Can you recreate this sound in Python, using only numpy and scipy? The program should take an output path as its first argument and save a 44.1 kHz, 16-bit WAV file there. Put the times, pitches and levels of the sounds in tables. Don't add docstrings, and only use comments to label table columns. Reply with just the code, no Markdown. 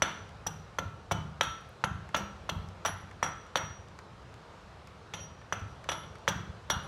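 import sys
import numpy as np
from scipy import signal
from scipy.fft import rfft, irfft
from scipy.io import wavfile
from scipy.ndimage import uniform_filter1d

SR = 44100
rng = np.random.default_rng(int(sys.argv[2]) if len(sys.argv) > 2 else 0)


def wav_out(sig):
    wavfile.write(sys.argv[1], SR, np.round(np.clip(np.atleast_2d(sig).T, -1, 1) * 32767).astype(np.int16))


def magnitude_from_level(level_db):
    exponent = np.asarray(level_db, float) / 20
    return 10 ** exponent


N = 302967

# time in seconds, peak level in dB, knock pitch in Hz,
# stick ring in dB, share sent to the room in dB.
BLOWS = [(0.021, -8.5, 1420, -5, -2.5), (0.4655, -25.5, 1040, -40, -2), (0.4679, -22, 670, -35, -13),
         (0.786, -17.5, 1060, -1, -11), (0.7889, -19, 1290, -23, -13), (1.1126, -16, 1020, 1, -4.5),
         (1.1183, -17.5, 800, -41, -10.5), (1.1188, -32, 850, -35, -26), (1.1211, -19, 730, -35, -30),
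         (1.41, -10.5, 1380, -9, -4.5), (1.413, -13.5, 1360, -32, -20), (1.8398, -10, 1145, -22, -9),
         (1.842, -17.5, 900, -31, -34), (2.1462, -12.5, 1120, -2, -6), (2.148, -36, 980, -35, -15),
         (2.162, -30, 890, -25, -12), (2.168, -28, 900, -12, -6), (2.4922, -19.5, 940, -5, -5.5),
         (2.495, -22, 1280, -21, -22), (2.8506, -20.5, 980, -12, -3), (2.8521, -26, 780, -30, -15),
         (2.855, -15, 900, -36, -17), (2.861, -19, 1120, -5.5, -2.5), (2.8745, -34, 1300, -9, -15),
         (2.884, -26, 900, -15, -14), (2.8924, -21, 960, -12, -12), (2.926, -40, 1300, -8, -12),
         (3.228, -15, 1120, -2, -2), (3.229, -13, 1210, -37, -24), (3.232, -29, 1390, -12, -19),
         (3.265, -25, 1200, -7, -13), (3.557, -10.5, 1100, -7, -6), (5.1373, -27.5, 1560, 1.5, 0),
         (5.525, -13.5, 1084, -42, -10.5), (5.8895, -20, 1030, 1.5, 1), (5.896, -20, 1880, -38, -27),
         (5.9192, -22, 980, -7.5, -25), (6.2783, -8, 1320, -10.5, -6), (6.7001, -23, 1300, -37, -30),
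         (6.7009, -30, 1300, -35, -26), (6.7019, -14, 1220, -7, -0.5), (6.7041, -24, 1340, -13, -20),
         (6.792, -34, 1300, 1, -15)]
# start in seconds, low, middle and top mode levels in dB,
# ring length as a factor.
STEEL = [(0.022, -56, -62, -75, 0.89), (0.468, -69, -71, -65, 0.37), (0.786, -72, -86, -85, 1.4),
         (1.1125, -52, -72, -68, 0.36), (1.409, -51, -60, -76, 1), (1.8392, -73, -43, -81, 0.15),
         (2.161, -50, -74, -74, 0.71), (2.4926, -71, -88, -85, 1.4), (2.861, -46.5, -49, -69, 0.64),
         (3.231, -46, -54, -71, 0.58), (3.559, -43.5, -67, -78, 0.79), (5.136, -51, -58, -72, 0.5),
         (5.199, -48.5, -62.5, -95, 0.57), (5.525, -76, -86, -75, 1.1), (5.675, -73, -77, -91, 0.7),
         (5.894, -53.5, -54, -77, 0.86), (6.285, -47.5, -76, -68, 0.35), (6.706, -34, -47.5, -64, 0.24),
         (6.829, -70, -61, -95, 0.28)]
# pitch in Hz, width in Hz, level in dB.
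STICK = [(270, 260, -8.5), (549, 93, -7), (980, 186, -8.5), (1120, 940, -6), (1387, 62, -15.5),
         (1710, 140, -27), (2340, 340, -13), (3170, 1300, -12), (3890, 720, -53)]


def evened(x):
    return x / np.sqrt(np.mean(x ** 2) + 1e-20)


def read(points, hz):
    f, value = np.transpose(points)
    return np.interp(np.log(hz + 1), np.log(f + 1), value)


def add(mix, s, sound):
    part = mix[max(round(s * SR), 0):][:len(sound)]
    part += sound[:len(part)]


def latest(starts, lead):
    return np.maximum(np.searchsorted(np.array(starts) - lead, np.arange(N) / SR) - 1, 0)


def bandpass(order, edges_hz):
    return signal.butter(order, edges_hz, "band", fs=SR, output="sos")


def swell(t, db, rise, t60, bend):
    fall_db = 60 * np.maximum(t - rise, 0) / max(t60, .004)
    return magnitude_from_level(db - fall_db) * np.minimum(t / rise, 1) ** bend


def crackle(spread_db):
    unevenness = uniform_filter1d(rng.exponential(1, N), size=12)
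    return evened(rng.standard_normal(N) * magnitude_from_level(spread_db * unevenness))


def coloured(x, points):
    log_gain = np.log(magnitude_from_level(read(points, np.fft.rfftfreq(8192, 1 / SR))))
    fold = np.r_[1, 2 * np.ones(4095), 1, np.zeros(4095)]
    response = irfft(np.exp(rfft(irfft(log_gain) * fold)))[:4096]
    return signal.oaconvolve(x, response)[:len(x)]


def ringing(x, modes):
    out = np.zeros(len(x))
    for k, (hz, width, db) in enumerate(modes):
        r, w = np.exp(-np.pi * abs(width) / SR), 2 * np.pi * hz / SR
        mode = signal.lfilter([0, np.sin(w)], [1, -2 * r * np.cos(w), r * r], x)
        out += (-1) ** k * magnitude_from_level(db) * mode
    return out


def resonate(x, hz, width):
    turn = np.exp(2j * np.pi * np.cumsum(hz) / SR)
    r = np.exp(-np.pi * width / SR)
    return 2 * (turn * signal.lfilter([1 - r], [1, -r], x / turn)).real


def air():
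    # pitch in Hz, level in dB.
    air_colour = [(25, -39), (50, -1), (85, 0.5), (180, -7), (270, -15.5), (430, -10), (800, -12.5),
                  (1250, -13), (2000, -22.5), (4000, -27.5), (6500, -35.5), (10000, -45.5), (13000, -55),
                  (16000, -68)]
    # time in seconds, level in dB.
    air_level = [(0.0, -55), (0.31, -55.5), (1.01, -57), (2.5, -55), (4.06, -57), (4.4, -55.5), (5.51, -57),
                 (5.74, -55.5), (6.74, -55), (6.87, -51)]
    frames, hz = N // 512 + 5, np.fft.rfftfreq(2048, 1 / SR)
    a, b, patches = rng.standard_normal((frames, 1025, 3)).T
    patches = uniform_filter1d(patches, size=14, axis=0)
    patches = evened(uniform_filter1d(patches, size=8, axis=1))
    z = (a + 1j * b) * magnitude_from_level(read(air_colour, hz)[:, None] + 1.2 * patches)
    noise = evened(signal.istft(z, nperseg=2048, noverlap=1536)[1][:N])
    return noise * magnitude_from_level(np.interp(np.arange(N) / SR, *np.transpose(air_level)) + 5.5)


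def room(x):
    # pitch in Hz, t60 in seconds.
    room_decay = [(100, 0.96), (500, 0.44), (1800, 0.56), (4800, 0.52), (8000, 0.43), (12000, 0.4),
                  (15500, 0.5)]
    taps = np.zeros((3, SR))
    at = np.arange(120, SR - 20, 20) + rng.integers(0, 20, (3, (SR - 121) // 20))
    np.put_along_axis(taps, at, rng.choice([-1., 1.], at.shape), 1)
    hz, t, z = signal.stft(taps, SR, nperseg=256)
    decay = magnitude_from_level(-60 * t / read(room_decay, hz)[:, None])
    filling_in = 1 - 0.05 * np.exp(-(t / 0.027) ** 2)
    tails = signal.istft(z * decay * filling_in, SR, nperseg=256)[1]
    tails = tails / np.linalg.norm(tails[0])
    turn = np.arange(N) / SR * 2.7 + np.arange(3)[:, None] * np.pi / 3
    return signal.fftconvolve(x * np.cos(turn), tails, axes=1)[:, :N].sum(0)


def thumps():
    # shove time in seconds, shove level in dB,
    # landing delay in seconds, landing level in dB, landing pitch in Hz.
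    block_hops = [(0.026, -33, 0.079, -40, 147), (0.472, -34.5, 0.089, -39, 98),
                  (0.801, -35, 0.061, -31, 97), (1.123, -26, 0.067, -29, 110), (1.42, -39, 0.056, -37, 104),
                  (1.846, -29, 0.072, -30, 113), (2.166, -34, 0.068, -36, 95),
                  (2.502, -38.5, 0.067, -28.5, 92), (2.865, -37, 0.072, -35, 96),
                  (3.232, -37, 0.057, -38, 145), (3.562, -36.5, 0.078, -34.5, 102),
                  (5.145, -40, 0.066, -41.5, 138), (5.531, -37.5, 0.094, -34, 95),
                  (5.894, -39.5, 0.09, -40.5, 150), (6.287, -33, 0.076, -27.5, 118),
                  (6.704, -36.5, 0.064, -28.5, 104)]
    # delay in seconds, level in dB, pitch in Hz.
    rebounds = [
        (0.039, -16.5, 115),
        (0.083, -20, 110),
        (0.12, -19, 105),
    ]
    # time in seconds, level in dB, pitch in Hz.
    wobbles = [(0.212, -41, 111), (0.351, -42, 96), (0.6, -40, 119), (1.151, -35, 152), (1.215, -33, 111),
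               (1.255, -37, 140), (1.505, -41, 99), (1.67, -46, 89), (1.875, -40, 155), (1.957, -35.5, 106),
               (1.98, -36.5, 141), (2.028, -40.5, 135), (2.15, -37, 130), (2.21, -33, 160),
               (2.525, -31, 110), (2.603, -36, 96), (2.647, -43, 95.4), (2.69, -41, 91), (3.04, -42.5, 90),
               (3.709, -41, 116), (3.797, -42, 94), (5.175, -43, 140), (5.58, -38, 150), (5.665, -38, 103),
               (6.075, -40.5, 110), (6.309, -30, 140), (6.41, -33, 145), (6.477, -38, 141),
               (6.499, -34.5, 89), (6.733, -33, 152)]
    # pitch in Hz, width in Hz, level in dB.
    boards = [(104, 19.3, -1.5), (152, 4.05, -9), (202, 6.2, -3)]
    shove_hz, rock_hz, cycles = 131, 145, 1.9
    out, hops = np.zeros(N), list(wobbles)
    for shove_s, shove_db, flight, land_db, land_hz in block_hops:
        land_s = shove_s + flight
        rock_s = shove_s + .43 * flight
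        hops.append((shove_s, shove_db, shove_hz))
        hops.append((rock_s, (shove_db + land_db) / 2 - 2.5, rock_hz))
        hops.append((land_s, land_db, land_hz))
        hops += [(land_s + delay, land_db + db, hz) for delay, db, hz in rebounds]
    for s, db, hz in hops:
        u = np.arange(int(cycles / hz * SR)) / SR * hz
        wave = -np.sin(2 * np.pi * u) - 0.27 * np.sin(4 * np.pi * u)
        bump = np.sin(np.pi * (u / cycles) ** 0.59) ** 2
        add(out, s - 0.438 * cycles / hz, magnitude_from_level(db) * wave * bump)
    return out + magnitude_from_level(-51.5) * ringing(out, boards)


def ticks():
    # time in seconds, click level in dB, woody level in dB, fizz level in dB.
    small_ticks = [(0.292, -47, -47, -84), (1.6107, -56, -59, -57), (1.691, -58, -55, -50),
                   (2.0905, -43.5, -40, -69), (2.6874, -42, -51, -73), (3.1123, -48, -41, -101),
                   (3.466, -51, -44, -90), (3.8854, -48, -78, -90), (3.9894, -38, -34.5, -83),
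                   (4.2574, -59, -55, -89), (4.3412, -45, -43, -87), (4.873, -41.5, -41.5, -88),
                   (5.415, -59, -43, -86), (5.5947, -48, -52, -58), (5.6035, -55, -46, -75),
                   (5.842, -42, -36, -75), (6.1554, -43.5, -40.5, -75), (6.185, -47, -65, -92)]
    out, t = np.zeros(N), np.arange(900) / SR
    bands = [bandpass(2, edges_hz) for edges_hz in ([2800, 6800], [900, 2370], [7500, 13000])]
    for (s, *levels_db), noise in zip(small_ticks, rng.standard_normal((len(small_ticks), 900))):
        for db, band, t60 in zip(levels_db, bands, (.008, .03, .02)):
            crack = signal.sosfilt(band, (noise + 5 * (t == 0)) * magnitude_from_level(-60 * t / t60))
            add(out, s, magnitude_from_level(db) * crack / abs(crack).max())
    return out


def next_blow(s):
    return min([row[0] for row in STEEL if row[0] > s] + [N / SR])


def steel():
    # pitch in Hz, t60 in seconds.
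    head_free = [(5772, .72), (11134, .44), (15300, .3)]
    # pitch in Hz, level in dB.
    thin_modes = [(12850, -22), (13650, -16), (9400, -3)]
    # time in seconds, low mode change in dB, upper modes change in dB.
    swings = [
        (1.66, -6, -4),
        (2.9, -6, 3),
        (3.02, -16, -6),
        (3.3, 0, -11),
        (5.33, 1, -6),
        (6.775, -24, -8),
    ]
    settle_s, song_rise_s, swing_s = 0.022, 0.0065, 0.0081
    out, t = np.zeros((2, N)), np.arange(SR // 2) / SR
    slide = t + 0.0047 * settle_s * (1 - np.exp(-t / settle_s))
    fade_in = np.minimum(t / song_rise_s, 1)
    for (s, *levels_db, length), draw in zip(STEEL, rng.random((len(STEEL), 6))):
        modes = [(db, hz, t60) for db, (hz, t60) in zip(levels_db, head_free)]
        modes += [(levels_db[-1] + db, hz, head_free[-1][1]) for hz, db in thin_modes]
        for k, (db, hz, t60) in enumerate(modes):
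            twin = np.sin(2 * np.pi * (hz * (1 + .004 * draw[k]) * t + draw[k - 3]))
            pair = np.sin(2 * np.pi * hz * slide) + .3 * twin
            fall = magnitude_from_level(db + 3.5 - 60 * t / (t60 * max(length, .1)))
            add(out[min(k, 1)], s, fall * pair * fade_in)
    now = np.arange(N) / SR
    waver = uniform_filter1d(uniform_filter1d(rng.standard_normal((2, N)), size=700), size=500)
    level_db = 1.2 * evened(waver)
    for s, low_db, upper_db in swings:
        swung = np.clip((now - s) / swing_s, 0, 1) * (now < next_blow(s))
        level_db = level_db + np.outer([low_db, upper_db], swung)
    return (out * magnitude_from_level(level_db)).sum(0)


def rings():
    # time in seconds, tock level in dB, upper tone level in dB,
    # upper tone pitch in Hz, third tone level in dB.
    stick_rings = [(0.0207, -39, -51, 2790, -65), (0.4668, -73, -63, 2800, -72),
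                   (0.788, -40.5, -82, 3070, -76), (1.113, -60, -47.5, 3017, -69),
                   (1.411, -32.5, -55, 2840, -54), (1.841, -38.5, -73, 2770, -73),
                   (2.143, -38, -52, 2940, -62), (2.493, -48, -64, 2945, -72), (2.849, -46, -56, 2940, -66),
                   (3.228, -41.5, -53.5, 2910, -59), (3.557, -73, -68, 3060, -65),
                   (5.136, -49, -57, 2820, -70), (5.526, -41.5, -70, 2800, -74),
                   (5.8903, -49, -47, 2904, -48), (6.2792, -46, -66, 2950, -64),
                   (6.703, -39, -44, 2875, -66)]
    # pitch in Hz, t60 in seconds.
    fixed_tones = [(1333, 0.32), (3375, 0.09), (7990, 1)]
    out, t = np.zeros(N), np.arange(SR // 3) / SR
    tock, third, side = fixed_tones
    for s, tock_db, upper_db, upper_hz, third_db in stick_rings:
        tones = [(tock_db - 0.5, *tock), (upper_db + 2.5, upper_hz, .26),
                 (third_db + 11.0, *third), (-79, *side)]
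        for db, hz, t60 in tones:
            pair = np.sin(2 * np.pi * hz * t) + .45 * np.sin(2 * np.pi * hz * 1.014 * t)
            add(out, s, magnitude_from_level(db - 60 * t / t60) * pair)
    return out


def splinters():
    # peak time in seconds, level in dB, swell in seconds, t60 in seconds.
    spits = [(0.028, -56, .006, .05), (0.038, -60, .004, .02), (0.472, -46, .003, 0.027),
             (0.79, -61, .003, .03), (1.121, -44, .003, 0.027), (1.42, -58, .008, .06),
             (1.431, -56, .003, .07), (1.843, -55, .003, .03), (2.169, -50, .01, 0.054),
             (2.498, -60, .004, .03), (2.86, -41, .004, .04), (2.875, -60, .004, .08),
             (3.245, -60, .01, .03), (3.565, -52, .004, 0.075), (3.576, -65, 0.0033, 0.054),
             (5.145, -61, .006, .05), (5.537, -57, .006, 0.028), (5.596, -64, .001, .01),
             (5.604, -68, .001, .01), (5.897, -60, .004, .04), (5.918, -68, .002, .02),
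             (5.93, -60, 0.0033, .04), (6.291, -48, .008, 0.043), (6.703, -42, .003, 0.029),
             (6.715, -60, .004, 0.16)]
    # pitch in Hz, level in dB.
    spit_colour = [(5000, -20), (8000, -1), (11000, 7), (13000, -14), (15500, 1)]
    level, t = np.zeros(N), np.arange(SR // 6) / SR
    for s, db, swell_s, t60 in spits:
        rise = max(swell_s, .0005)
        add(level, s - rise, swell(t, db, rise, t60, 1.8))
    return magnitude_from_level(3) * coloured(level * crackle(6.0), spit_colour)


def tinted(x):
    # time in seconds, middle band change in dB, upper band change in dB.
    blow_tint = [(0.02, -5, 0), (0.465, -4, -2), (0.785, -0.5, -1), (1.112, 0, -3.5), (1.409, -3.5, -1.5),
                 (1.839, -2.5, -6.5), (2.143, 1, -6.5), (2.492, 0.5, -0.5), (2.849, 3.5, -1),
                 (3.227, 2.5, -5.5), (3.556, 4, -1), (5.136, -4.5, -6), (5.524, 2, -12), (5.889, 4, 0),
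                 (6.277, -4.5, -5), (6.7, -7, 3.5)]
    # lower edge in Hz, upper edge in Hz.
    tint_bands = [(450, 950), (1700, 2600), (3000, 4600)]
    s, middle_db, upper_db = np.transpose(blow_tint)
    blow = latest(s, .02)
    out = x
    for db, edges_hz in zip((0.9, middle_db[blow], upper_db[blow]), tint_bands):
        out = out + (magnitude_from_level(db) - 1) * signal.sosfiltfilt(bandpass(2, edges_hz), x)
    return out


def blade(chatter):
    # time in seconds, low mode in Hz,
    # middle mode in Hz, clang level in dB.
    grip = [(0.0213, 5920, 11180, -24.5), (0.4663, 5870, 11350, -36), (0.786, 6115, 11300, -36),
            (1.111, 5950, 11440, -42), (1.4098, 5870, 11050, -28), (1.8414, 6020, 11000, -50),
            (2.146, 5870, 11200, -38), (2.4924, 5910, 10900, -37.5), (2.85, 5840, 11300, -40),
            (3.2273, 5855, 11000, -37), (3.5566, 5920, 11100, -31), (5.136, 5920, 11200, -59),
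            (5.526, 5914, 11100, -37), (5.8883, 5830, 10800, -47), (6.278, 5920, 11600, -36),
            (6.7, 5816, 11500, -29)]
    # pitch in Hz, width in Hz, level in dB.
    head_gripped = [(8050, 550, -9.5), (16600, 650, -72)]
    blow = latest([row[0] for row in grip], .03)
    low_hz, middle_hz = np.array(grip)[blow, 1:3].T
    gripped = resonate(chatter, low_hz, 93) + magnitude_from_level(-23.5) * resonate(chatter, middle_hz, 82)
    clang, t = np.zeros(N), np.arange(SR // 8) / SR
    for s, low, middle, db in grip:
        tone = np.sin(2 * np.pi * low * t) + magnitude_from_level(-12) * np.sin(2 * np.pi * middle * t)
        add(clang, s, magnitude_from_level(db - 60 * t / 0.022) * tone)
    return magnitude_from_level(4.5) * gripped + clang + magnitude_from_level(-35.5) * ringing(chatter, head_gripped)


def cuts():
    # time in seconds, level in dB, t60 in seconds,
    # brightness in dB, steel chatter in dB.
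    fibre_cuts = [(0.02, -12, 0.039, -39, 4), (0.4654, -24, 0.04, -4, 10), (0.785, -19, 0.03, -18, 1.5),
                  (1.1131, -16, 0.041, -30, 3), (1.118, -35, 0.013, 5.5, -1),
                  (1.4088, -6, 0.019, -45, -2.5), (1.428, -28, 0.055, -5.5, 3),
                  (1.8378, -12, 0.034, -24.5, -6.5), (2.1435, -11.5, 0.043, -26, -12),
                  (2.16, -27, 0.14, -8, 4.5), (2.4922, -16.5, 0.022, -12.5, -4),
                  (2.849, -23, 0.053, -31, 6.5), (2.855, -28, 0.13, -8, 6), (2.877, -29, 0.046, -31, -25),
                  (3.2269, -22.5, 0.11, -45, 5.5), (3.262, -37, 0.058, -25, -10),
                  (3.5554, -12.5, 0.027, -42, -0.5), (3.567, -20.5, 0.052, -10, -1),
                  (5.1357, -19.5, 0.05, -38, -4), (5.191, -34, 0.049, -40, -4),
                  (5.5231, -15.5, 0.034, -32, -5.5), (5.888, -20.5, 0.043, -28, 7.5),
                  (5.914, -26, 0.09, -21, 4), (6.033, -36.5, 0.03, -35, -5), (6.277, -12.5, 0.069, -33, -3),
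                  (6.284, -21.5, 0.041, -12, 5.5), (6.6982, -17, 0.069, -11, 1),
                  (6.737, -33, 0.029, -23, -10)]
    # pitch in Hz, level in dB.
    fibre_colour = [(200, -57), (600, -14), (1400, -12), (2400, -6), (3300, 2.5), (4400, -9.5), (5200, -26),
                    (6500, -9.5), (9000, -70), (16000, -61)]
    clean_rise_s, torn_rise_s, bite_s = 0.0011, 0.0041, .0009
    snaps = crackle(5.0)
    wood, fizz, chatter, burst = np.zeros((4, N))
    t = np.arange(SR // 8) / SR
    for s, db, t60, bright_db, steel_db in fibre_cuts:
        raggedness = np.clip((bright_db + 34) / 19, 0, 1)
        rise = clean_rise_s + (torn_rise_s - clean_rise_s) * raggedness
        level = swell(t, db, rise, t60, .6)
        add(wood, s + bite_s, level)
        add(fizz, s + bite_s, level * magnitude_from_level(bright_db))
        add(chatter, s + bite_s, level * magnitude_from_level(steel_db))
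        energy = np.sqrt(max(t60, .004) * SR / np.log(1e6))
        add(burst, s + .004, magnitude_from_level(db) * energy * np.ones(1))
    tear = wood * snaps
    knock_hz = np.array(BLOWS)[latest([row[0] for row in BLOWS], .01), 2]
    span = sum(resonate(tear, k * 0.808 * knock_hz, 120) for k in range(2, 8))
    body = magnitude_from_level(-1.0) * coloured(tear + magnitude_from_level(-7.5) * span, fibre_colour)
    body = body + magnitude_from_level(-30.0) * ringing(tear, STICK)
    metal = blade(chatter * snaps)
    hiss = magnitude_from_level(-11.5) * signal.sosfilt(bandpass(1, [6800, 11500]), fizz * snaps)
    sent = magnitude_from_level(-13.5) * body + magnitude_from_level(-10.5) * coloured(burst, fibre_colour)
    sent = sent + magnitude_from_level(-13.0) * metal + magnitude_from_level(-9) * hiss
    return body + metal + hiss, sent


def knocks():
    pulse, push, sent = np.zeros((3, N))
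    for s, db, hz, ring_db, room_db in BLOWS:
        u = (np.arange(200) - 100) / SR * hz
        shape = magnitude_from_level(db) * np.cos(2 * np.pi * 1.14 * u - .95) * np.exp(-(u / .5) ** 2)
        add(pulse, s - 100 / SR, shape)
        add(sent, s - 100 / SR, magnitude_from_level(room_db) * shape)
        add(push, s, magnitude_from_level(db + ring_db) * np.ones(1))
    stick = ringing(push, STICK)
    thin = signal.butter(2, 390, "high", fs=SR, output="sos")
    return signal.sosfilt(thin, pulse + stick), sent + magnitude_from_level(-6.5) * stick


def scene():
    # time in seconds, level in dB.
    thrown = [(0.02, 0.5), (0.465, -2.5), (0.785, -3), (1.112, -2), (1.409, 0), (1.839, -3.5),
              (2.143, -1.5), (2.492, -1.5), (2.849, 0), (3.227, 2), (3.556, -2), (5.136, 4), (5.524, 1),
              (5.889, 0), (6.277, -0.5), (6.7, -2)]
    knock, sent = knocks()
    tear, torn = cuts()
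    tone, song, tick, hop, spit = rings(), steel(), ticks(), thumps(), splinters()
    s, thrown_db = np.transpose(thrown)
    to_walls = tinted(sent + torn * magnitude_from_level(thrown_db[latest(s, .02)]))
    to_walls = to_walls + magnitude_from_level(-5) * tone + magnitude_from_level(-13) * song + magnitude_from_level(-12) * tick
    to_walls = to_walls + magnitude_from_level(-34) * spit + magnitude_from_level(-10) * hop
    direct = knock + tinted(tear) + tone + song + tick + spit + hop
    return (direct + room(to_walls) + air())[None]


def band_limit(x):
    return signal.sosfilt(signal.butter(12, 15650, fs=SR, output="sos"), x)


def record(dry):
    low_cut = signal.butter(2, 45, "high", fs=SR, output="sos")
    top_cut = signal.butter(8, 15800, fs=SR, output="sos")
    return band_limit(signal.sosfilt(top_cut, signal.sosfilt(low_cut, dry)))


dry = scene()
out = record(dry)
wav_out(out)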